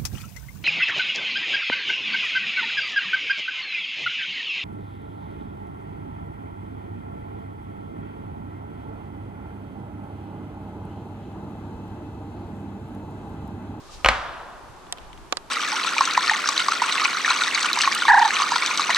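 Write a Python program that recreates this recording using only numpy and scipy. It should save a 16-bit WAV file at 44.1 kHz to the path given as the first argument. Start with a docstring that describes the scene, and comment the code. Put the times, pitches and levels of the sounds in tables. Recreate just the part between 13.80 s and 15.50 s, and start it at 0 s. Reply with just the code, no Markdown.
"""Faint outdoor hiss and low air rumble come first, with two distant peeps and a brief rustle. Then two wild
sheep clash horns on a wooded slope: three hard cracks in quick succession and a low thud. Each impact
excites the modes of horn and skull; nearby brush scatters the sound, and it rings on between the trees.
Later come soft hoof falls, cracking twigs, more rustling and, close to the microphone, a few dry clicks
and a hollow knock."""
import sys
import numpy as np
from scipy import signal
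from scipy.fft import rfft, irfft
from scipy.io import wavfile

SR = 44100
rng = np.random.default_rng(int(sys.argv[2]) if len(sys.argv) > 2 else 0)


def dump_mix(stems):
    """Bounce the given channels to the path in sys.argv[1] as a 16-bit WAV at rate SR."""
    frames = np.atleast_2d(stems).T  # one column per channel
    limited = np.clip(frames, -1, 1)  # hard clip at full scale
    pcm = np.round(limited * 32767).astype(np.int16)
    wavfile.write(sys.argv[1], SR, pcm)


N = 74970
HORN_LAG_MS, NEAR_LAG_MS = 0.033, 0.11


def undb(db):
    """Decibels as an amplitude ratio."""
    return 10 ** (np.asarray(db) / 20)


def unit(x):
    """Normalisation to an rms of 1."""
    return x / np.sqrt(np.mean(x ** 2))


def clock():
    """Time of every sample in seconds."""
    return np.arange(N) / SR


def fade(t60):
    """Exponential decay by 60 dB in t60 seconds."""
    return np.exp(-np.log(1000) * clock() / max(t60, 1e-4))


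def rise(seconds):
    """Exponential approach to full amplitude with the given time constant."""
    return 1 - np.exp(-clock() / seconds)


def swell(peak_s, width_s):
    """Gaussian envelope whose width is its standard deviation."""
    return np.exp(-((clock() - peak_s) / width_s) ** 2 / 2)


def shape(x, gain):
    """Linear filtering: the spectrum is multiplied by a function of frequency."""
    return irfft(rfft(x, 2 * N) * gain(np.arange(N + 1) * SR / (2 * N) + 1))[..., :N]


def along(hz, table, axis=1):
    """Interpolation of a table column over log frequency."""
    rows = np.array(table)
    return np.interp(np.log(hz), np.log(rows[:, 0]), rows[:, axis])


def tilt(x, db):
    """Spectral slope in dB per octave about 2 kHz, flat below 300 Hz."""
    return shape(x, lambda f: undb(db * np.log2(np.maximum(f, 300) / 2000)))


def at(x, s):
    """Delay to a start time in seconds."""
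    k = int(np.clip(s * SR, 0, N - 1))
    return np.pad(x, [(0, 0)] * (x.ndim - 1) + [(k, 0)])[..., :N]


def arrival_lag(x, lag_ms):
    """Time difference of arrival: sound reaches the left microphone after the right."""
    return shape(x, lambda f: np.exp(-2j * np.pi * f * lag_ms / 1000 * np.array([[.5], [-.5]])))


def noise(side):
    """Stereo white noise with a given side-to-mid ratio."""
    m, s = rng.standard_normal((2, N))
    return np.array([m + side * s, m - side * s])


def coloured(table, side):
    """Stereo noise of unit rms with a tabulated spectrum."""
    return unit(shape(noise(side), lambda f: undb(along(f, table))))


def ring(modes):
    """Modal superposition: damped sinusoids, neighbours in opposite phase."""
    return sum((-1) ** k * undb(db) * np.sin(2 * np.pi * hz * clock()) * fade(t60)
               for k, (hz, db, t60) in enumerate(modes))


def decay(table, side, stretch=1, count=18):
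    """Frequency-dependent damping: each band of a coloured noise dies at its own rate."""
    spectrum = rfft(coloured(table, side))
    centres = np.geomspace(80, 15000, count)
    place = np.interp(np.arange(len(spectrum[0])) * SR / N, centres, np.arange(count))
    bands = (irfft(spectrum * np.maximum(1 - abs(place - k), 0), N) for k in range(count))
    return sum(band * fade(stretch * along(hz, table, axis=2)) for band, hz in zip(bands, centres))


def air():
    """Steady broadband hiss, wider in the treble, where the channels are less correlated."""
    # Each row: frequency in Hz, relative spectral density in dB.
    spectrum = [(100, -5.5), (160, -3.5), (270, -3.5), (380, 1), (480, -6), (630, -4.5), (850, -1),
                (1100, -1.5), (1400, -8), (2000, -14), (3200, -17), (5000, -20.5), (8000, -24.5),
                (12500, -32)]
    top_hz, widen_hz, bass_side = 12900, 3740, 0.54
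    white = rng.standard_normal((2, N))
    mid, side = shape(white, lambda f: undb(along(f, spectrum)) / np.hypot(1, (f / top_hz) ** 40))
    side = shape(unit(side), lambda f: bass_side + (1 - bass_side) * f ** 2 / (f ** 2 + widen_hz ** 2))
    return undb(-48.5) * (unit(mid) + np.array([side, -side]))


def rumble():
    """Moving air on the microphone: low-frequency noise, amplitude-modulated by soft gusts."""
    # Each row: time of a gust's peak in seconds, width in seconds, lift in dB.
    gusts = [(1.226, 0.04, 2), (1.42, 0.035, 6.5)]
    corner_hz, level_db, swing_db = 54, -53, 3.5
    drift = unit(shape(rng.standard_normal(N), lambda f: np.exp(-(f / 5) ** 2)))
    low = unit(shape(noise(side=0.87), lambda f: f / (f + 20) / (1 + (f / corner_hz) ** 2.4)))
    lift_db = sum(db * swell(s, width) for s, width, db in gusts)
    return low * undb(level_db - swing_db * drift + lift_db)


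def peeps():
    """Two distant notes: a smooth envelope keeps each short sinusoid nearly pure."""
    # Each row: time of the peak in seconds, width in seconds, level in dB, frequency in Hz.
    notes = [(0.098, 0.004, -41.5, 1220), (.203, 0.0052, -45, 1264)]
    return sum(undb(db) * np.sin(2 * np.pi * hz * clock()) * swell(s, width)
               for s, width, db, hz in notes)


def rustles():
    """Leaves in the scrub give band-limited noise that swells and fades."""
    # Each row: time of the peak in seconds, width in seconds, level in dB, centre frequency in Hz.
    stirs = [(0.14, 0.025, -46.5, 4400), (0.18, 0.15, -53.5, 4350), (1.235, 0.037, -56.5, 2400),
             (1.185, 0.11, -48.5, 810)]
    out, octaves = 0, 0.91
    for s, width, db, hz in stirs:
        leaves = unit(shape(noise(side=0.81), lambda f: np.exp(-(np.log2(f / hz) / octaves) ** 2)))
        out = out + undb(db) * leaves * swell(s, width)
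    return out


def thud():
    """The colliding bodies boom as one damped low mode with a gradual onset."""
    hz, db, t60, rise_s = 52.4, -13.5, 0.32, 0.036
    onset = 1 - np.exp(-(clock() / rise_s) ** 2)
    return at(ring([(hz, db, t60)]) * onset, s=0.24)


def contact(hz, favour_db, octaves=0.14, corner_hz=8900):
    """Impact filter: the point of contact favours modes near hz, and its softness dulls the top."""
    excess = undb(favour_db) - 1
    return lambda f: (1 + excess / (1 + 1j * np.log2(f / hz) / octaves)) / (1 + 1j * f / corner_hz)


def horns():
    """Impact excitation: each blow rings horns and skulls, crushes ridges and raises an echo."""
    # Each row: start in seconds, gain in dB, tilt in dB per octave, grit gain in dB, echo gain in dB,
    # favoured frequency in Hz, its boost in dB, skull gain in dB.
    blows = [(0.2464, -2.5, -1.5, -3.5, -4, 1240, 5.5, -17), (.2599, -1.5, -1.5, -1, -4, 1200, 0, -14),
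             (.2865, 0, 0.5, -5, 0.5, 4170, 4.5, -3.5)]
    # Each row: mode frequency in Hz, relative level in dB, t60 in seconds.
    horn_modes = [(534.4, -27.5, 0.14), (761.2, -26.5, 0.35), (1038, -21, 0.066), (1239.8, -21.5, 0.14),
                  (1478, -27, 0.11), (1570, -16, 0.031), (1890, -7, 0.012), (2203, -19, 0.085),
                  (2314, -9, 0.013), (2925, -9.5, 0.016), (3950, -20, 0.027), (4300, -15, 0.012),
                  (5580, -20.5, 0.02), (7460, -17.5, 0.0072)]
    skull_modes = [(546, -1, 0.012), (705, -0.5, 0.013), (1005, -3.5, 0.011)]
    # Noise of crushed ridges. Each row: frequency in Hz, relative spectral density in dB.
    grit_spectrum = [(100, -7), (400, -13), (1000, 1.5), (2800, 0), (4500, -14), (7000, -12), (10000, -24),
                     (14000, -28)]
    out = 0
    for s, db, tilt_db, grit_db, echo_db, hz, favour_db, skull_db in blows:
        grit = coloured(grit_spectrum, side=0.25) * fade(t60=0.0086)
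        crack = undb(1) * ring(horn_modes) + undb(skull_db) * ring(skull_modes) + undb(grit_db) * grit
        crack = at(crack * rise(seconds=0.0004), s)
        crack = shape(tilt(crack, tilt_db), contact(hz, favour_db))
        out = out + undb(db) * crack + undb(echo_db) * at(woodland_echo(), s)
    return arrival_lag(out, HORN_LAG_MS)


def woodland_echo():
    """Diffuse scattering as decaying noise: quick from nearby brush, lingering between the trees."""
    # Each row: frequency in Hz, relative spectral density in dB, t60 in seconds.
    brush = [(99, -5, 0.46), (166, -14, 0.2), (247, -2, 0.21), (384, -13, 0.28), (560, -4.5, 0.26),
             (1220, -0.5, 0.44), (2880, -5, 0.23), (5030, -16.5, 0.18), (7940, -26.5, 0.19),
             (14000, -45, 0.12)]
    trees = [(100, -11.5, 0.88), (390, -13.5, 1.74), (610, -5, 2.14), (1190, -1, 1.72), (1440, -0.5, 1.42),
             (2110, -9, 1.2), (3530, -11, 1.05), (5100, -19, 0.88), (8000, -25.5, 0.55), (14000, -44, .3)]
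    early = undb(-20) * decay(brush, side=0.46) * rise(seconds=0.0026)
    late = undb(-28.5) * decay(trees, side=0.46) * rise(seconds=0.02)
    return early + late


def ridge_snaps():
    """Ridges snapping past each other excite high, heavily damped modes: the edge of each crack."""
    # Each row: start in seconds, gain in dB.
    slips = [(0.2484, -8.5), (.2604, -3.5), (0.2876, 1)]
    # Each row: mode frequency in Hz, relative level in dB, t60 in seconds.
    modes = [(2050, -8, 0.0075), (3420, -11.5, 0.0089), (4410, -14, 0.0083), (5690, -17, .007),
             (7300, -22, 0.003), (9650, -22, 0.0032), (12000, -19, 0.0026)]
    return arrival_lag(sum(undb(db) * at(ring(modes), s) for s, db in slips), HORN_LAG_MS)


def hooves():
    """Soft impacts on damped ground give dull thumps as the animals shift."""
    # Each row: start in seconds, level in dB.
    steps = [(0.249, -30), (.835, -40), (0.894, -38.5), (1.194, -43)]
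    # Each row: frequency in Hz, relative spectral density in dB, t60 in seconds.
    ground = [(25, 2, .2), (50, -3, 0.29), (89, 0, 0.17), (138, -6, 0.088), (400, -31, .08),
              (3000, -70, .05)]
    return sum(undb(db) * at(decay(ground, side=0.32) * rise(seconds=0.0043), s) for s, db in steps)


def twigs():
    """Brittle fracture: twigs under the herd release faint bursts of noise."""
    # Each row: start in seconds, level in dB.
    breaks = [(1.067, -46.5), (1.174, -41), (1.1833, -37), (1.33, -39), (1.376, -43.5), (1.551, -60)]
    # Each row: frequency in Hz, relative spectral density in dB, t60 in seconds.
    wood = [(300, -24, .02), (1200, -1, .02), (2300, 0.5, 0.021), (3580, -0.5, 0.035), (4970, -16, 0.019),
            (8000, -13, .015), (13000, -28, .015)]
    return sum(undb(db) * at(decay(wood, side=0.75), s) for s, db in breaks)


def clicks():
    """Direct sound alone: small dry transients, too near and weak to raise an echo."""
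    # Each row: start in seconds, gain in dB, tilt in dB per octave, left minus right in dB,
    # base t60 of the noise in seconds, gain of the modes in dB.
    events = [(1.1247, -19, 1.5, -3, 0.013, 6), (1.5238, -36, -1.5, 3, 0.015, -4),
              (1.5246, -15, -2, -14.5, 0.012, -16), (1.5703, -17.5, -1.5, -7, 0.014, 0)]
    # Each row: frequency in Hz, relative spectral density in dB, multiple of the base t60.
    colour = [(80, -35, 1), (218, -8, 1.3), (440, 4, 1.8), (670, 0, 1.8), (1210, 1.5, 2.5),
              (1820, -5.5, 1.8), (2920, -4.5, 2), (3600, 5, 1.04), (4800, 2.5, 1.23), (6000, -2, 0.92),
              (7600, -3.5, 0.64), (9500, -5.5, 0.52), (11800, -23, 0.51), (12600, -17, .6),
              (14900, -44, 0.52)]
    # Each row: mode frequency in Hz, relative level in dB, t60 in seconds.
    modes = [(715, -10, 0.027), (3600, -12, .012), (7800, -7.5, 0.0077), (13300, -20, 0.0078)]
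    out = 0
    for s, db, tilt_db, pan_db, t60, ring_db in events:
        click = decay(colour, side=0.42, stretch=t60) + undb(ring_db) * ring(modes)
        channel_gains = undb(db + np.array([[pan_db], [-pan_db]]) / 2)
        out = out + tilt(at(click, s), tilt_db) * channel_gains
    return out


def knock():
    """Free vibration of a small hollow body struck once."""
    # Each row: mode frequency in Hz, relative level in dB, t60 in seconds.
    modes = [(254, -19, 0.0377), (435, -17, .08), (742, -8, .042), (888, -9, .032), (1135, -3, .024),
             (1400, -12, .01), (2360, -14, 0.012), (3074, -7, 0.014), (4470, -18, 0.0062),
             (5460, -19, 0.013), (6820, -43, .06)]
    return at(undb(-12) * ring(modes) * rise(seconds=0.00008), s=1.5247)


def scene():
    """Superposition of the clash, the small near sounds with their bass cut, and the open air."""
    bass_cut_hz = 285
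    near = shape(clicks() + knock(), lambda f: (1j * f / (1j * f + bass_cut_hz)) ** 2)
    sheep = thud() + horns() + ridge_snaps() + hooves() + twigs()
    return sheep + arrival_lag(near, NEAR_LAG_MS) + air() + rumble() + peeps() + rustles()


def record(dry):
    """Hard clipping limits the loudest peaks, and a steep low-pass filter cuts the top."""
    ceiling, top_hz = 0.93, 14400
    low_pass = signal.ellip(8, .2, 80, top_hz, fs=SR, output="sos")
    return signal.sosfilt(low_pass, np.clip(dry, -ceiling, ceiling))


dry = scene()
out = record(dry)
dump_mix(out)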